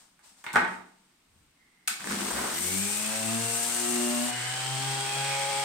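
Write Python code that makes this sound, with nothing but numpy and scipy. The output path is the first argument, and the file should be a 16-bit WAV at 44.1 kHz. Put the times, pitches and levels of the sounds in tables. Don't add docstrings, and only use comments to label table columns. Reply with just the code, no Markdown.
import sys
import numpy as np
from scipy import signal
from scipy.fft import rfft, irfft, next_fast_len
from scipy.io import wavfile

SR = 44100
rng = np.random.default_rng(int(sys.argv[2]) if len(sys.argv) > 2 else 0)


def persist_wave(psi):
    counts = np.round(np.clip(psi, -1, 1) * 32767).astype(np.int16)
    wavfile.write(sys.argv[1], SR, np.atleast_2d(counts).T)


N = 248724
TIME = np.arange(N) / SR
FULL_HZ = 138


def hum(turns, speed, on_wood, in_air):
    # base level on wood and in air in dB, exponent of growth with speed.
    orders = [(-53.5, -46.5, 1.3), (-39, -56, 2.6), (-49, -54.5, 1.3), (-53, -58.5, 0.95), (-50, -58, 3.2),
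              (-37, -39.5, 6.8), (-51, -49.5, 4.3), (-50, -53, 2.08)]
    # frequency in Hz, half width in Hz, boost in dB.
    resonances = [(196.3, 9, 16.5), (217, 7.8, 7), (266.7, 2.23, 11), (285.64, 4.4, 15), (407.1, 10.5, 12),
                  (462, 9.5, 12), (551.7, 10, 12), (684, 23, 5.5), (828.3, 27, 4.5)]
    # centre and half length in seconds, harmonic, dB.
    booms = [(2.377, .06, 1, -49.5), (2.672, 0.14, 4, -45.5), (2.74, .13, 1, -47), (3.168, 0.16, 6, -55),
             (3.195, .12, 7, -48.5), (3.334, .08, 2, -32.5), (3.344, .08, 3, -46.5), (3.38, 0.17, 1, -40.5),
             (3.96, .16, 3, -33), (3.978, 0.13, 4, -61), (4.092, 0.2, 2, -31), (4.157, .13, 5, -39.5),
             (4.32, 0.045, 6, -48), (4.446, 0.12, 1, -46.5), (4.82, 0.18, 1, -36), (5.245, 0.1, 1, -41),
             (5.484, 0.16, 4, -42)]
    out, flutter = np.zeros((2, N)), 0.0081 * drift(rate=49)
    for k, (wood_db, air_db, power) in enumerate(orders, 1):
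        boost_db = sum(db * np.exp(-((k * speed - hz) / width) ** 2) for hz, width, db in resonances)
        size = held(on_wood) * gain_of(wood_db) + held(in_air) * gain_of(air_db)
        size *= (speed / FULL_HZ) ** power * gain_of(boost_db)
        for s, half, harmonic, db in booms:
            if round(harmonic) == k:
                size += gain_of(db) * np.exp(-abs((TIME - s) / half) ** 3)
        lead = min(.05 * k ** 1.6, .17) * (1 + .35 * drift(rate=3))
        phase = k * (turns + flutter) + rng.random() + np.array([lead, -lead]) / 2
        waver = 1 + 0.11 * drift(rate=22)
        out += size * waver * np.sqrt(2) * np.cos(2 * np.pi * phase)
    return out


def bearing_buzz(turns, speed, on_wood, in_air):
    # frequency in Hz, gain in dB.
    spectrum = [(300, -15), (700, 5), (1000, 0), (1600, 1), (2500, -8), (4000, -8), (7000, -6)]
    shaky, stack = turns + .0033 * drift(rate=70), np.zeros(N)
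    for k in range(9, 42):
        strength = gain_of(read(spectrum, k * speed[::50])).repeat(50)[:N]
        stack += strength * np.cos(2 * np.pi * (k * shaky + rng.random()))
    pace = speed / FULL_HZ
    return stack * gain_of(-53.5) * (on_wood * gain_of(-0.4 * bite()) * pace ** 3 + in_air * pace ** 8)


def commutator_whine(turns, speed, bars=24):
    # frequency in Hz, level in dB.
    transmission = [(1300, -63.5), (1900, -51), (2380, -47), (2630, -49.5), (2850, -53), (2980, -46),
                    (3200, -45.5), (3340, -47.5)]
    bounce = np.interp(speed, [120, 138], [.09, .15]) * drift(rate=130)
    tone = np.cos(2 * np.pi * (bars * turns + bounce))
    wobble = 1 + .7 * np.cos(2 * np.pi * turns)
    return tone * wobble * gain_of(read(transmission, bars * speed))


def paper_hiss(turns, speed, on_wood):
    # frequency in Hz, relative spectral density in dB.
    grit = [(300, -22), (1500, -17), (4000, -9.5), (6000, 0.5), (8500, 2.5), (11000, 0), (13500, -0.5),
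            (16000, -6)]
    fizz = gain_of(-37) * envelope(2.46, attack=0.13, hold=.12, fall_db_per_s=38)
    fizz = fizz * noise([(6000, -19), (10000, -7), (13500, 3), (16000, -7)])
    rub = on_wood * gain_of(-32.5 + bite()) * (speed / FULL_HZ) ** 0.34 * noise(grit)
    return (rub + fizz) * strokes(turns, depth=0.11, uneven_db=1.0)


def pad_chatter(turns, speed, on_wood, in_air):
    # frequency in Hz, relative spectral density in dB.
    slap_spectrum = [(40, -42), (150, -7.5), (500, -10.5), (800, -3.5), (1500, -4), (2100, -13),
                     (3200, -32), (8000, -18)]
    rattle_spectrum = [(500, -56), (1500, -4.5), (2300, -2), (3300, -3.5), (4500, -4), (6000, -6.5),
                       (10000, -17)]
    pace = speed / FULL_HZ
    slap = on_wood * gain_of(-48.5 - 1.64 * bite()) + in_air * gain_of(-45) * pace ** 7
    loose = on_wood * gain_of(-38.5) + in_air * gain_of(-36) * pace ** 3.2
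    chatter = slap * noise(slap_spectrum) * strokes(turns, depth=0.15, uneven_db=3.0)
    rattle = loose * noise(rattle_spectrum) * strokes(turns, depth=0.033, uneven_db=1.5)
    return chatter + rattle


def stool_thrum(turns):
    # frequency in Hz, relative spectral density in dB.
    spectrum = [(30, -34), (80, -34), (150, -28), (205, 4), (270, -9), (350, -4.5), (500, -14),
                (1000, -28.5)]
    nudge = gain_of(-55) * envelope(1.89, attack=.025, hold=.03, fall_db_per_s=30)
    shake = gain_of(-35) * envelope(2.03, attack=.05, hold=.27, fall_db_per_s=28) * (1 - ramp(2.65, .2))
    return (nudge + shake) * noise(spectrum) * strokes(turns, depth=0.084, uneven_db=-0.5)


def skid(turns):
    rasp = noise([(150, -19), (400, 1), (850, 0), (1500, 2), (2100, -6), (3200, -19)])
    grab = envelope(2.348, attack=.017, hold=.09, fall_db_per_s=80)
    return gain_of(-33) * grab * rasp * strokes(turns, depth=0.15, uneven_db=0)


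def jangle(turns):
    # resonance and bandwidth in Hz, start and end in seconds, relative level in dB.
    parts = [(1600, 430, 4.33, 4.52, -41), (1940, 530, 4.33, 4.48, -39.5), (2494, 270, 5.08, 5.35, -40),
             (2248, 240, 5.28, 5.64, -41)]
    out, kicks = np.zeros(N), unit_rms(np.diff(np.floor(turns), prepend=0))
    for hz, width, start, end, db in parts:
        b, a = signal.iirpeak(hz, hz / width, SR)
        shaken = kicks * (1 + 0.23 * drift(rate=150)) + 1.6 * rng.standard_normal(N)
        ringing = signal.lfilter(b, a, signal.lfilter(b, a, shaken))
        out += unit_rms(ringing) * level([(start, db), (end, db)])
    return gain_of(-6) * room(out, wet_db=0.5)


def fan(turns, speed):
    # frequency in Hz, relative spectral density in dB.
    spectrum = [(30, -25), (200, -5.5), (600, 0), (3000, -1), (5500, -16.5), (7700, 1), (9000, -1.5),
                (10800, -17.5), (12500, -10.5), (16000, -12.5)]
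    rush = gain_of(-39) * (speed / FULL_HZ) ** 1.6 * noise(spectrum)
    return rush * strokes(turns, depth=0.13, uneven_db=-0.5)


def knocks():
    # start in seconds, relative levels of wood, plastic and crack in dB.
    impacts = [(.192, -51.5, -73.5, -51), (0.4408, -31.5, -41, -34.5), (0.4646, -29.5, -23, -38.5),
               (.489, -39, -33, -55.5), (.504, -37.5, -35, -55.5), (0.53, -65, -48, -26),
               (.537, -25.5, -39, -29), (.549, -22, -38, -48.5), (0.558, -5.5, -26.5, -39),
               (.562, -12, -31.5, -41), (.569, -13, -34, -48), (.648, -20.5, -45, -60),
               (0.715, -34, -42, -56.5), (.785, -44.5, -61.5, -60)]
    # start in seconds, level in dB.
    settles = [(0.538, -30.5), (0.557, -36.5), (0.604, -37.5), (0.771, -46)]
    # frequency in Hz, relative level in dB, 60 dB decay time in seconds.
    stool_modes = [(186.4, -27, 0.74), (232, -27, 0.35), (342.6, -18.5, 0.35), (650, -17.5, 0.038),
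                   (893.6, -6.5, 0.097), (1190, -13, 0.19), (1297, -12.5, 0.1), (1513, -6, 0.089),
                   (1637, -14.5, .1), (2146, -13, 0.066)]
    sole_modes = [(2133, -14, .12), (2270, -18, .08)]
    # frequency in Hz, relative spectral density in dB.
    clack = [(30, -41), (70, -25), (180, -9), (380, -9), (560, -12.5), (870, -0.5), (1500, 1), (2100, -4),
             (2800, -19.5), (5000, -32), (12000, -56.5)]
    plastic = [(400, -17), (1100, -5.5), (1600, -4), (2100, 6), (2700, -7.5), (3700, -11), (5000, -26.5),
               (10000, -36)]
    crack = [(200, -32.5), (700, -11.5), (2500, 0), (5000, -0.5), (8000, 0), (12000, 0.5), (16000, -1.5)]
    thud = [(25, -32.5), (65, -12), (120, -21.5), (180, 5.5), (260, -2.5), (350, 0), (520, -13),
            (1200, -42.5)]
    out, wood, sole = np.zeros((2, N)), ring(stool_modes), ring(sole_modes)
    for s, wood_db, plastic_db, crack_db in impacts:
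        add(out, s, gain_of(wood_db - 7) * (gain_of(-3.5) * wood + burst(clack, decay=0.0075)))
        add(out, s, gain_of(plastic_db - 5.5) * (sole + burst(plastic, decay=.006)))
        add(out, s, gain_of(crack_db - 11) * burst(crack, decay=.007))
    for s, db in settles:
        add(out, s, gain_of(db) * burst(thud, decay=0.012))
    return room(out, wet_db=0.5)


def switch():
    # start in seconds, relative level in dB.
    snaps = [(1.8751, -17), (1.877, -13), (1.881, -12)]
    # frequency in Hz, relative spectral density in dB.
    housing = [(300, -26), (520, -40), (690, 1), (900, -10), (1150, -3), (1500, 6), (1900, -5), (2300, 5.5),
               (2900, -4), (3600, -3), (6000, -6.5), (9000, -4.5), (12500, -4.5), (16000, -11)]
    out = np.zeros((2, N))
    for s, db in snaps:
        add(out, s, gain_of(db - 6) * burst(housing, decay=0.0031))
    scrape = noise([(1000, -49.5), (1800, -5), (2100, 7), (2400, -18), (3500, -37)])
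    scrape *= level([(1.58, -75), (1.63, -66), (1.72, -72), (1.86, -68)])
    return room(out, wet_db=-0.5) + scrape


def jerks():
    # start in seconds, relative level in dB.
    slips = [(2.005, -31), (2.0428, -23), (2.0723, -19), (2.0982, -17), (2.11, -23), (2.122, -19),
             (2.13, -25), (2.146, -27), (2.2367, -29), (2.38, -22)]
    # frequency in Hz, relative spectral density in dB.
    tick = [(100, -33), (210, -14), (450, -15), (900, -12), (1450, 8), (2100, 2.5), (3000, -19),
            (6000, -11), (14000, -35)]
    out, top = np.zeros((2, N)), ring([(201.5, -15.5, 0.56), (257, -26, 0.37)])
    for s, db in slips:
        add(out, s, gain_of(db - 2.5) * (top + burst(tick, decay=0.0017)))
    return room(out, wet_db=-1.5)


def background():
    # start and hold in seconds, level in dB.
    rustles = [(-.02, .02, -58.5), (0.224, 0.056, -58), (0.363, .06, -63.5), (.66, 0.059, -56),
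               (0.847, .25, -74.5)]
    # frequency in Hz, relative spectral density in dB.
    cloth = [(100, -7), (400, -5.5), (900, 2), (2500, -5), (5000, -1.5), (8000, -3.5), (11000, -7.5),
             (16000, -10)]
    room_tone = [(20, -2), (60, 0), (110, -3), (190, 5), (280, 3.5), (410, -3), (540, -8), (850, -5.5),
                 (1500, -5.5), (2500, -6.5), (5000, -11.5), (8500, -17), (11000, -14), (16000, -17)]
    bump = noise([(25, -20), (50, -16.5), (70, -3), (120, -12), (250, -25), (800, -43)])
    bump *= level([(1.3, -66), (1.38, -60), (1.5, -70)])
    rustle = sum(gain_of(db) * envelope(s, .022, hold, fall_db_per_s=128.5) for s, hold, db in rustles)
    return gain_of(-66) * noise(room_tone) + rustle * noise(cloth) + bump


def room(x, wet_db):
    # frequency in Hz, reverberation time in seconds.
    workshop = [(100, 0.52), (400, 0.62), (1500, 0.43), (4000, 0.52), (8000, 0.35), (15000, 0.27)]
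    hz, t, bands = signal.stft(paired(rng.standard_normal((2, SR))), SR, nperseg=256)
    tail = signal.istft(bands * gain_of(-60 * t / read(workshop, hz)[:, None]), SR, nperseg=256)[1]
    tail *= np.clip(TIME[:tail.shape[1]] / 0.0065, 0, 1)
    wet = signal.oaconvolve(np.atleast_2d(x), tail / np.linalg.norm(tail[0]), axes=1)[:, :N]
    return x + gain_of(wet_db) * wet


def held(control, lag_s=.04):
    keep = np.exp(-1 / (lag_s * SR))
    return signal.lfilter([1 - keep], [1, -keep], control)


def bite():
    # time in seconds, gain of the hiss in dB.
    flatness = [(2.1, -6.5), (2.48, -6.5), (2.66, 1), (2.96, 0), (3.1, -3), (3.42, -2), (3.52, 1),
                (3.86, .5), (4.28, -3.5)]
    return np.interp(TIME, *np.transpose(flatness))


def strokes(turns, depth, uneven_db):
    size = gain_of(uneven_db * rng.standard_normal(N // 20))[(2 * turns).astype(int)]
    pushes = np.cos(4 * np.pi * turns) + 0.46 * np.cos(2 * np.pi * turns)
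    return unit_rms(size * np.exp(depth * pushes))


def ring(modes):
    t = TIME[:SR // 2]
    return sum(gain_of(db - 60 * t / t60) * np.sin(2 * np.pi * (hz * t + rng.random()))
               for hz, db, t60 in modes)


def burst(spectrum, decay):
    t = TIME[:SR // 7]
    return np.pad(noise(spectrum, len(t)) * np.exp(-t / decay), [(0, 0), (0, SR // 2 - len(t))])


def noise(spectrum, length=N):
    return unit_rms(colour(paired(rng.standard_normal((2, length))), spectrum))


def paired(x):
    # frequency in Hz, left-right correlation.
    coherence = [(100, 0.92), (250, 1), (500, 0), (1200, 0.58), (2500, 0), (6000, 0)]
    size = next_fast_len(x.shape[1])
    a, b = rfft(x, size)
    same = np.clip(read(coherence, np.fft.rfftfreq(size, 1 / SR)), -1, 1)
    return irfft(np.array([a, same * a + np.sqrt(1 - same ** 2) * b]), size)[:, :x.shape[1]]


def colour(x, spectrum, size=4096):
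    log_gain = np.log(gain_of(read(spectrum, abs(np.fft.fftfreq(size, 1 / SR)))))
    taps = np.fft.ifft(np.exp(np.conj(signal.hilbert(log_gain)))).real[:size // 2]
    return signal.oaconvolve(x, taps.reshape((1,) * (x.ndim - 1) + (-1,)), axes=-1)[..., :x.shape[-1]]


def drift(rate):
    knots = rng.standard_normal(N // 20)
    return unit_rms(np.interp(TIME * rate, np.arange(len(knots)), knots))


def level(rows):
    s, db = np.transpose(rows)
    outside = np.maximum(s[0] - TIME, 0) + np.maximum(TIME - s[-1], 0)
    return gain_of(np.interp(TIME, s, db)) * np.exp(-(outside / 0.026) ** 2)


def envelope(start, attack, hold, fall_db_per_s):
    return ramp(start, attack) * gain_of(-fall_db_per_s * np.maximum(TIME - start - attack - hold, 0))


def ramp(start, length):
    return np.clip((TIME - start) / length, 0, 1)


def read(points, hz):
    f, value = np.transpose(points)
    return np.interp(np.log(hz + 1), np.log(f + 1), value)


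def add(mix, s, sound):
    part = mix[..., round(s * SR):][..., :sound.shape[-1]]
    part += sound[..., :part.shape[-1]]


def gain_of(db):
    return 10 ** (np.asarray(db) / 20)


def unit_rms(x):
    return x / np.sqrt(np.mean(x ** 2) + 1e-20)


def scene():
    # time in seconds, shaft speed in Hz.
    climb = [(2.3, 56.2), (2.38, 65.15), (2.5, 74.56), (2.57, 83.3), (2.62, 88.64), (2.89, 102.4),
             (2.93, 103.7), (3.12, 109.4), (3.4, 114.5), (3.85, 120.1), (4.19, 120.4), (4.42, 123.9),
             (4.6, 129.4), (4.88, 134.2), (5.08, 134.8), (5.19, 136.7), (5.61, 138.1), (5.64, 138.3)]
    start_s, loose_s, lift_s = 1.96, 1.928, 4.3
    speed = np.interp(TIME, *np.transpose(climb)) * np.sqrt(ramp(start_s, climb[0][0] - start_s))
    turns = np.cumsum(speed) / SR
    in_air = ramp(lift_s, 0.02)
    on_wood = ramp(loose_s, 0.27) * (1 - in_air)
    motion = turns, speed, on_wood, in_air
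    running = hum(*motion)
    upper_tones = bearing_buzz(*motion) + (on_wood + in_air) * commutator_whine(turns, speed)
    running += room(upper_tones, wet_db=3.0)
    running += paper_hiss(turns, speed, on_wood) + pad_chatter(*motion) + stool_thrum(turns)
    running += skid(turns) + jangle(turns) + fan(turns, speed)
    return running + knocks() + switch() + jerks() + background()


def record(dry):
    # frequency in Hz, gain in dB.
    left_port = [(300, -2.5), (800, 1), (1300, -2.5), (2200, -2.5), (3000, 1), (6000, 1), (7300, 4.5),
                 (8500, 12.5), (9300, 7), (10000, 0.5), (12000, -7), (16000, -15)]
    right_port = [(300, -3), (800, -1), (1300, 0), (2200, 1.5), (3000, 0.5), (6000, 1), (7500, 1.5),
                  (8500, -2.5), (9500, -6.5), (10800, -6.5), (12300, -0.5), (14000, -1.5), (16000, -5)]
    heard = np.array([colour(dry[0], left_port), colour(dry[1], right_port)])
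    low_pass = signal.firwin(511, cutoff=15900, window=("kaiser", 9), fs=SR)
    return signal.oaconvolve(heard, low_pass[None], "same")


dry = scene()
out = record(dry)
persist_wave(out)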